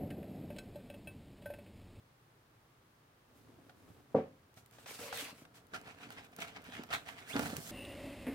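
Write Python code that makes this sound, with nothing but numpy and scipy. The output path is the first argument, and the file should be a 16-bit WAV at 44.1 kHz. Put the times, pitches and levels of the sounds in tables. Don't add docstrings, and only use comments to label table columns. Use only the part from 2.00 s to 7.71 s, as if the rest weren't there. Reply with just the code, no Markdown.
import sys
import numpy as np
from scipy import signal
from scipy.fft import rfft, irfft, next_fast_len
from scipy.io import wavfile
from scipy.ndimage import uniform_filter1d, map_coordinates

SR = 44100
rng = np.random.default_rng(int(sys.argv[2]) if len(sys.argv) > 2 else 0)


def inscribe(sig):
    pcm = np.round(np.clip(np.atleast_2d(sig).T, -1, 1) * 32767)
    wavfile.write(sys.argv[1], SR, pcm.astype(np.int16))


N = 251811

# (frequency [Hz], level [dB])
HUM_TONES = [(119, -80), (8624, -96)]
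# (frequency [Hz], t60 [s])
ROOM_DECAY = [(100, 0.53), (300, 0.41), (800, 0.3), (2000, 0.18), (6000, 0.23), (15000, 0.33)]
# (time [s], level [dB])
GRIP_LEVELS = [(1.22, -93), (1.31, -68.5), (1.46, -67.5), (1.5, -63.5), (1.9, -65.5), (2.02, -69.5),
               (2.12, -63.5), (2.2, -79)]
# (peak time [s], time to fade 20 dB [s], level [dB])
RIM_BRUSHES = [(1.375, 0.099, -71.5), (1.78, 0.06, -80), (1.91, 0.17, -78)]
# (time [s], relative level [dB], pitch [Hz])
PANEL_BUMPS = [(1.492, -47.5, 288), (1.587, -47, 290), (1.902, -43, 107.6), (2.57, -46.5, 122),
               (2.911, -38.5, 460), (2.992, -38.5, 264), (3.224, -38.5, 290), (3.326, -42, 224),
               (3.419, -43, 272), (3.734, -42, 225), (3.777, -45, 170), (4.069, -40.5, 236),
               (4.386, -38.5, 189), (4.688, -40, 257), (4.794, -29.5, 242.6), (5.353, -23.5, 267),
               (5.361, -21.5, 260), (5.393, -20.5, 244), (5.530, -28.5, 255), (5.579, -33, 157)]
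# (time [s], relative level [dB], t60 [s])
PAPER_SLAPS = [(1.694, -46, 0.05), (2.572, -46.5, 0.05), (2.783, -45, 0.044), (2.8594, -35.5, 0.051),
               (2.990, -36.5, 0.027), (3.1256, -29.5, .042), (3.451, -42, 0.031), (3.735, -35, 0.066),
               (3.742, -32.5, 0.072), (3.761, -34, 0.034), (4.1035, -35.5, 0.021), (4.386, -35.5, 0.059),
               (4.835, -36, .028), (4.904, -35, 0.14), (5.061, -41.5, 0.04), (5.363, -20, 0.026),
               (5.393, -21.5, 0.03), (5.457, -29.5, 0.034)]
# (time [s], relative level [dB])
DISC_CONTACTS = [(2.145, -29.5), (2.1492, -19), (2.168, -31), (2.1853, -29)]
# (frequency [Hz], relative level [dB], t60 [s])
WOOD_MODES = [(86.7, -33, 0.6), (156.5, -12.5, 0.15), (212, -10.5, 0.16), (256.3, -12, 0.2),
              (288.3, -8.5, 0.18), (364, -18, 0.21), (440, -8, 0.17), (480.6, -3, 0.07),
              (521.4, -2.5, 0.085), (542.6, -6.5, 0.18), (663, -27, 0.25), (755, -12.5, 0.14),
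              (976, -28.5, 0.2), (1100, -28, 0.15), (1145, -23.5, 0.16)]
# (time [s], relative level [dB])
CREASE_SNAPS = [(2.5417, -54), (2.661, -49.5), (2.711, -52), (3.1734, -33.5), (3.8138, -49),
                (4.1045, -45.5), (4.124, -46), (4.364, -40.5), (4.4037, -39.5), (4.4787, -47.5),
                (4.641, -48), (4.772, -52), (4.8357, -42.5), (5.3937, -32), (5.4097, -41), (5.567, -27.5)]
# (start [s], length [s], rub level [dB], hiss over rub [dB])
SLEEVE_PULLS = [(2.556, 0.024, -64, 4), (2.713, 0.22, -69, 1), (2.862, 0.11, -56, 2.5),
                (2.983, 0.088, -51.5, 0.5), (3.072, 0.065, -54, -13), (3.125, 0.1, -46.5, -0.5),
                (3.235, 0.067, -50.5, -8.5), (3.34, 0.084, -68, 2), (3.531, 0.048, -64, -1)]
# (peak time [s], time to fade 20 dB [s], level [dB], resonance [Hz], glide [octaves/s], width [Hz])
AIR_PUFFS = [(3.19, 0.12, -46, 3386, -7.5, 1203), (3.746, 0.028, -43, 1452, -6, 370),
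             (4.92, .045, -45, 1310, 2, 370), (4.943, 0.049, -42.5, 3600, 2, 990),
             (5.306, 0.048, -46, 2246, 17.5, 300), (5.334, 0.018, -41.5, 3320, 12.5, 370)]
# (peak time [s], time to fade 20 dB [s], rub level [dB], hiss over rub [dB])
SHEET_SCRAPES = [(3.75, 0.05, -44, -12.5), (3.877, .1, -52, -13.5), (4.033, 0.13, -53, -12.5),
                 (4.128, 0.06, -55, -9), (4.185, .055, -49.5, -19), (4.246, 0.04, -59.5, -6),
                 (4.334, 0.03, -60.5, -9.5), (4.419, 0.06, -39.5, -12.5), (4.503, 0.13, -59, -13),
                 (4.569, .05, -50.5, -21), (4.666, 0.08, -53, -12), (4.737, 0.08, -48, -14),
                 (4.79, 0.1, -53, -21), (4.937, 0.0474, -31.5, -12.5), (5.088, 0.075, -48, -10),
                 (5.194, 0.15, -54, -12)]
# (time [s], rub level [dB], hiss level [dB], flutter level [dB])
SWING_LEVELS = [(5.25, -79, -81.5, -92), (5.3, -52.5, -48.5, -62), (5.36, -44, -54.5, -38),
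                (5.46, -48, -48.5, -46.5), (5.54, -52.5, -55, -50), (5.63, -62, -51.5, -57),
                (5.71, -57, -51, -55.5)]
# (time [s], left over right [dB], delay of the left channel [ms])
SLEEVE_PATH = [(2.5, -2, -0.086), (3.2, 0, 0.0039), (3.73, -1, 0.19), (5.4, -2.5, 0.2)]

# (frequency [Hz], relative spectral density [dB])
AIR_SPECTRUM = [(20, -7), (45, -8), (70, -11), (120, -3.5), (190, -14.5), (300, -13.5), (600, -17),
                (1200, -17), (2400, -24.5), (4500, -29.5), (8000, -35.5), (12000, -35), (15800, -34.5)]
SKIN_SPECTRUM = [(47, -28), (80, -1), (148, -8), (285, -1), (339, -5), (655, -13), (950, -18), (1110, -17),
                 (15000, -47.5)]
CRISP_SPECTRUM = [(300, -39.5), (1500, -1.5), (3500, -2.5), (7000, -3), (12000, -2), (16000, -5)]
SLAP_SPECTRUM = [(100, -1.5), (400, -5.5), (750, 8), (1050, -5.5), (1400, 4.5), (2200, -5), (4500, -10),
                 (9000, -22.5), (16000, -35.5)]
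THUD_SPECTRUM = [(30, -65), (70, -45), (130, -5.5), (260, -9), (520, -5), (750, -6.5), (1100, -12.5),
                 (1400, -19), (2300, -21), (3600, -32.5), (6000, -41.5), (16000, -61)]
CARD_SPECTRUM = [(150, -33), (400, -10), (650, -4), (1000, 0.5), (1800, 1.5), (2600, 3.5), (3500, -3),
                 (4600, -5), (8000, -25), (16000, -35)]
HISS_SPECTRUM = [(1500, -19), (3500, -4.5), (6000, -3.5), (8500, -2.5), (10500, -7.5), (13000, -6),
                 (16000, -11)]
FLUTTER_SPECTRUM = [(25, -32), (60, -5), (100, 0), (200, -1.5), (270, 2), (345, -9.5), (445, -0.5),
                    (550, -9), (690, -3.5), (900, -11), (1500, -8), (5000, -58)]
PAPER_SPECTRUM = [(150, -26), (540, -10.5), (690, 6), (1050, -1), (1500, 3.5), (2400, 4.5), (3600, -2.5),
                  (4600, -9), (8000, -15.5), (16000, -54)]

HELD_FROM_S, HELD_TO_S = 3.3, 5.3


def amp(db):
    return 10 ** (np.asarray(db) / 20)


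def unit(x):
    return x / np.sqrt(np.mean(x ** 2) + 1e-20)


def clock():
    return np.arange(N) / SR


def along(points, hz):
    freqs, values = np.transpose(points)
    return np.interp(np.log(hz + 1), np.log(freqs), values)


def curves(rows):
    times, *columns = np.transpose(rows)
    return [np.interp(clock(), times, column) for column in columns]


def add(track, start, sound):
    part = track[..., round(start * SR):][..., :sound.shape[-1]]
    part += sound[..., :part.shape[-1]]


def decay(t, t60):
    return np.exp(-np.log(1000) * t / t60)


def during(start, end):
    return uniform_filter1d(1.0 * ((clock() >= start) & (clock() <= end)), size=600)


def swell(peak, fade, rise_ratio=0.55, rounding=0.97):
    t = clock() - peak
    return amp(-20 * (np.maximum(t, -t / rise_ratio) / fade) ** rounding)


def even_pull(start, length, attack_s=0.024, release_db_per_s=420):
    t = clock() - start
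    return np.clip(t / attack_s, 0, 1) * amp(-release_db_per_s * np.maximum(t - length, 0))


def wobble(rate):
    knots = rng.standard_normal(int(N * rate / SR) + 4)
    return unit(map_coordinates(knots, [clock() * rate]))


def narrowband(hz, width):
    phase = 2 * np.pi * np.cumsum(hz) / SR
    return unit(wobble(width) * np.sin(phase) + wobble(width) * np.cos(phase))


def stereo_noise(shared, size=N):
    common = np.sqrt(shared) * rng.standard_normal(size)
    return common + np.sqrt(1 - shared) * rng.standard_normal((2, size))


def diffuse(size, apart_hz):
    mid, side = rfft(rng.standard_normal((2, size)))
    angle = np.clip(np.fft.rfftfreq(size, 1 / SR) / apart_hz, 0, 1) * np.pi / 4
    return irfft(np.cos(angle) * mid + np.array([[1], [-1]]) * np.sin(angle) * side, size)


def burst(t60, shared):
    t = np.arange(SR // 3) / SR
    return stereo_noise(shared, size=len(t)) * decay(t, t60)


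def stick_slip(rate, spread_db, shared):
    catches = rng.random(N) < rate / SR
    impulses = stereo_noise(shared) * catches
    return unit(impulses * amp(spread_db * np.minimum(rng.exponential(size=N), 4)))


def coloured(x, spectrum, size=4096):
    magnitude = amp(along(spectrum, np.fft.rfftfreq(size, 1 / SR)))
    cepstrum = irfft(np.log(magnitude))
    causal_fold = np.r_[1, np.full(size // 2 - 1, 2), np.zeros(size // 2)]
    response = irfft(np.exp(rfft(cepstrum * causal_fold)))
    return signal.fftconvolve(x, np.atleast_2d(response / np.linalg.norm(response)), axes=1)[:, :N]


def background():
    tones = sum(amp(db) * np.sqrt(2) * np.sin(2 * np.pi * hz * clock() + 0.5 * wobble(15))
                for hz, db in HUM_TONES)
    air = unit(coloured(diffuse(size=N, apart_hz=810), AIR_SPECTRUM))
    return amp(-66) * air + tones


def hands():
    level_db, = curves(GRIP_LEVELS)
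    grip = during(GRIP_LEVELS[0][0], GRIP_LEVELS[-1][0]) * amp(level_db + 2.3 * wobble(22.07))
    skin = unit(coloured(stick_slip(rate=1000, spread_db=1.1, shared=0.79), SKIN_SPECTRUM))
    brush = unit(coloured(stereo_noise(shared=0.087), CRISP_SPECTRUM))
    rim_strokes = sum(amp(db) * swell(peak, fade) for peak, fade, db in RIM_BRUSHES)
    return grip * skin + (amp(-15.5) * grip + rim_strokes) * brush


def bumps(rise_cycles=0.6):
    out, t = np.zeros((2, N)), np.arange(SR // 8) / SR
    for start, db, hz in PANEL_BUMPS:
        push = t * hz / rise_cycles
        upper_hz = hz * rng.uniform(1.2, 2.56)
        panel = np.sin(2 * np.pi * hz * t) + 0.43 * np.sin(2 * np.pi * upper_hz * t)
        add(out, start, amp(db - 6) * push * np.exp(1 - push) * panel)
    return out


def slaps(contact_s=0.00079):
    out = np.zeros((2, N))
    for start, db, t60 in PAPER_SLAPS:
        clap = burst(t60, shared=0.49)
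        onset = 1 - np.exp(-np.arange(clap.shape[1]) / SR / contact_s)
        add(out, start, amp(db - 5.5) * clap * onset)
    return coloured(out, SLAP_SPECTRUM)


def knock():
    t = np.arange(SR // 2) / SR
    ring = sum(amp(db) * np.sin(2 * np.pi * hz * t) * decay(t, t60) for hz, db, t60 in WOOD_MODES)
    ring *= 1 - np.exp(-(t / 0.0007) ** 2)
    ring = signal.sosfilt(signal.butter(4, 72, "highpass", fs=SR, output="sos"), ring)
    build = (1 - np.exp(-t / 0.008)) * decay(t, t60=0.3)
    top, thud = np.zeros((2, N)), np.zeros((2, N))
    for start, db in DISC_CONTACTS:
        add(top, start, amp(db) * ring)
        add(thud, start, amp(db - 19.5) * build * diffuse(size=len(t), apart_hz=600))
    return top + coloured(thud, THUD_SPECTRUM)


def snaps(ticks_per_s=12):
    out = np.zeros((2, N))
    count = int(ticks_per_s * (HELD_TO_S - HELD_FROM_S))
    faint = [(rng.uniform(HELD_FROM_S, HELD_TO_S), rng.normal(-55.5, 2.1)) for _ in range(count)]
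    for start, db in CREASE_SNAPS + faint:
        add(out, start, amp(db - 3.5) * burst(t60=0.012, shared=0.35))
    return coloured(out, CRISP_SPECTRUM)


def shifting_resonances(x, depth_db):
    spectra = signal.stft(x, nperseg=512)[2]
    patches = uniform_filter1d(rng.standard_normal(spectra.shape[1:]), size=5, axis=0)
    patches = uniform_filter1d(patches, size=7, axis=1)
    return unit(signal.istft(spectra * amp(depth_db * unit(patches)), nperseg=512)[1][:, :N])


def sliding(rub_gain, hiss_gain, surface, rate, spread_db, shared):
    grip_db = 1.35 * wobble(60)
    rub = coloured(stick_slip(rate, spread_db, shared), surface)
    rub = shifting_resonances(rub, depth_db=2.2)
    hiss = coloured(stick_slip(2 * rate, spread_db, shared / 2), HISS_SPECTRUM)
    hiss = shifting_resonances(hiss, depth_db=1.5)
    return amp(grip_db) * (rub_gain * rub + hiss_gain * hiss)


def flutter_gain(rub_gain, flutter_db, pivot_db=-50):
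    return amp(flutter_db) * (rub_gain / amp(pivot_db)) ** 0.45


def flutter(gain):
    return gain * unit(coloured(stick_slip(rate=900, spread_db=1.5, shared=0.91), FLUTTER_SPECTRUM))


def pulling():
    rub = sum(amp(db) * even_pull(start, length) for start, length, db, _ in SLEEVE_PULLS)
    hiss = sum(amp(db + hiss_db) * even_pull(start, length)
               for start, length, db, hiss_db in SLEEVE_PULLS)
    slide = sliding(rub, hiss, CARD_SPECTRUM, rate=9000, spread_db=2.5, shared=0.3)
    return slide + flutter(flutter_gain(rub, flutter_db=-60))


def judder(hz=536):
    return amp(-54) * even_pull(start=2.99, length=0.21) * narrowband(np.full(N, hz), width=180)


def air_pocket():
    out = np.zeros((2, N))
    for peak, fade, db, hz, glide, width in AIR_PUFFS:
        resonance_hz = hz * 2 ** (glide * np.clip(clock() - peak, -fade, fade))
        hiss = np.array([narrowband(resonance_hz, width) for _ in range(2)])
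        out += amp(db) * swell(peak, fade) * hiss
    return out


def spreading():
    rub = sum(amp(db) * swell(peak, fade) for peak, fade, db, _ in SHEET_SCRAPES)
    hiss = sum(amp(db + hiss_db) * swell(peak, fade) for peak, fade, db, hiss_db in SHEET_SCRAPES)
    swinging = during(SWING_LEVELS[0][0], N / SR)
    swing_rub, swing_hiss, swing_flutter = swinging * amp(curves(SWING_LEVELS))
    slide = sliding(rub + swing_rub, hiss + swing_hiss, PAPER_SPECTRUM,
                    rate=5000, spread_db=3.2, shared=0.45)
    stir = amp(-69) * during(HELD_FROM_S, HELD_TO_S)
    bending = np.maximum(flutter_gain(rub, flutter_db=-56.5), stir)
    return slide + flutter(bending + swing_flutter)


def placed(x):
    balance_db, delay_ms = curves(SLEEVE_PATH)
    left = map_coordinates(x[0], [np.arange(N) - delay_ms * SR / 1000])
    return np.array([left, x[1]]) * amp(np.array([balance_db, -balance_db]) / 2)


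def room(x, wet_db, predelay_samples=180):
    hz, t, spectra = signal.stft(diffuse(size=SR // 2, apart_hz=1200), SR, nperseg=256)
    tail = signal.istft(spectra * decay(t, along(ROOM_DECAY, hz)[:, None]), SR, nperseg=256)[1]
    tail = np.pad(tail / np.linalg.norm(tail[0]), ((0, 0), (predelay_samples, 0)))
    return x + amp(wet_db) * signal.fftconvolve(x, tail, axes=1)[:, :N]


def scene():
    paper = placed(pulling() + spreading() + air_pocket() + slaps() + snaps() + judder() + bumps())
    disc = room(knock(), wet_db=-17)
    return disc + room(paper + hands(), wet_db=-10) + background()


def record(dry, low_cut_hz=62, top_hz=15950):
    size = next_fast_len(N + SR // 4)
    hz = np.fft.rfftfreq(size, 1 / SR)
    response = (hz < top_hz) * hz ** 2 / np.hypot(hz ** 2, low_cut_hz ** 2)
    return irfft(rfft(dry, size) * response, size)[..., :N]


dry = scene()
out = record(dry)
inscribe(out)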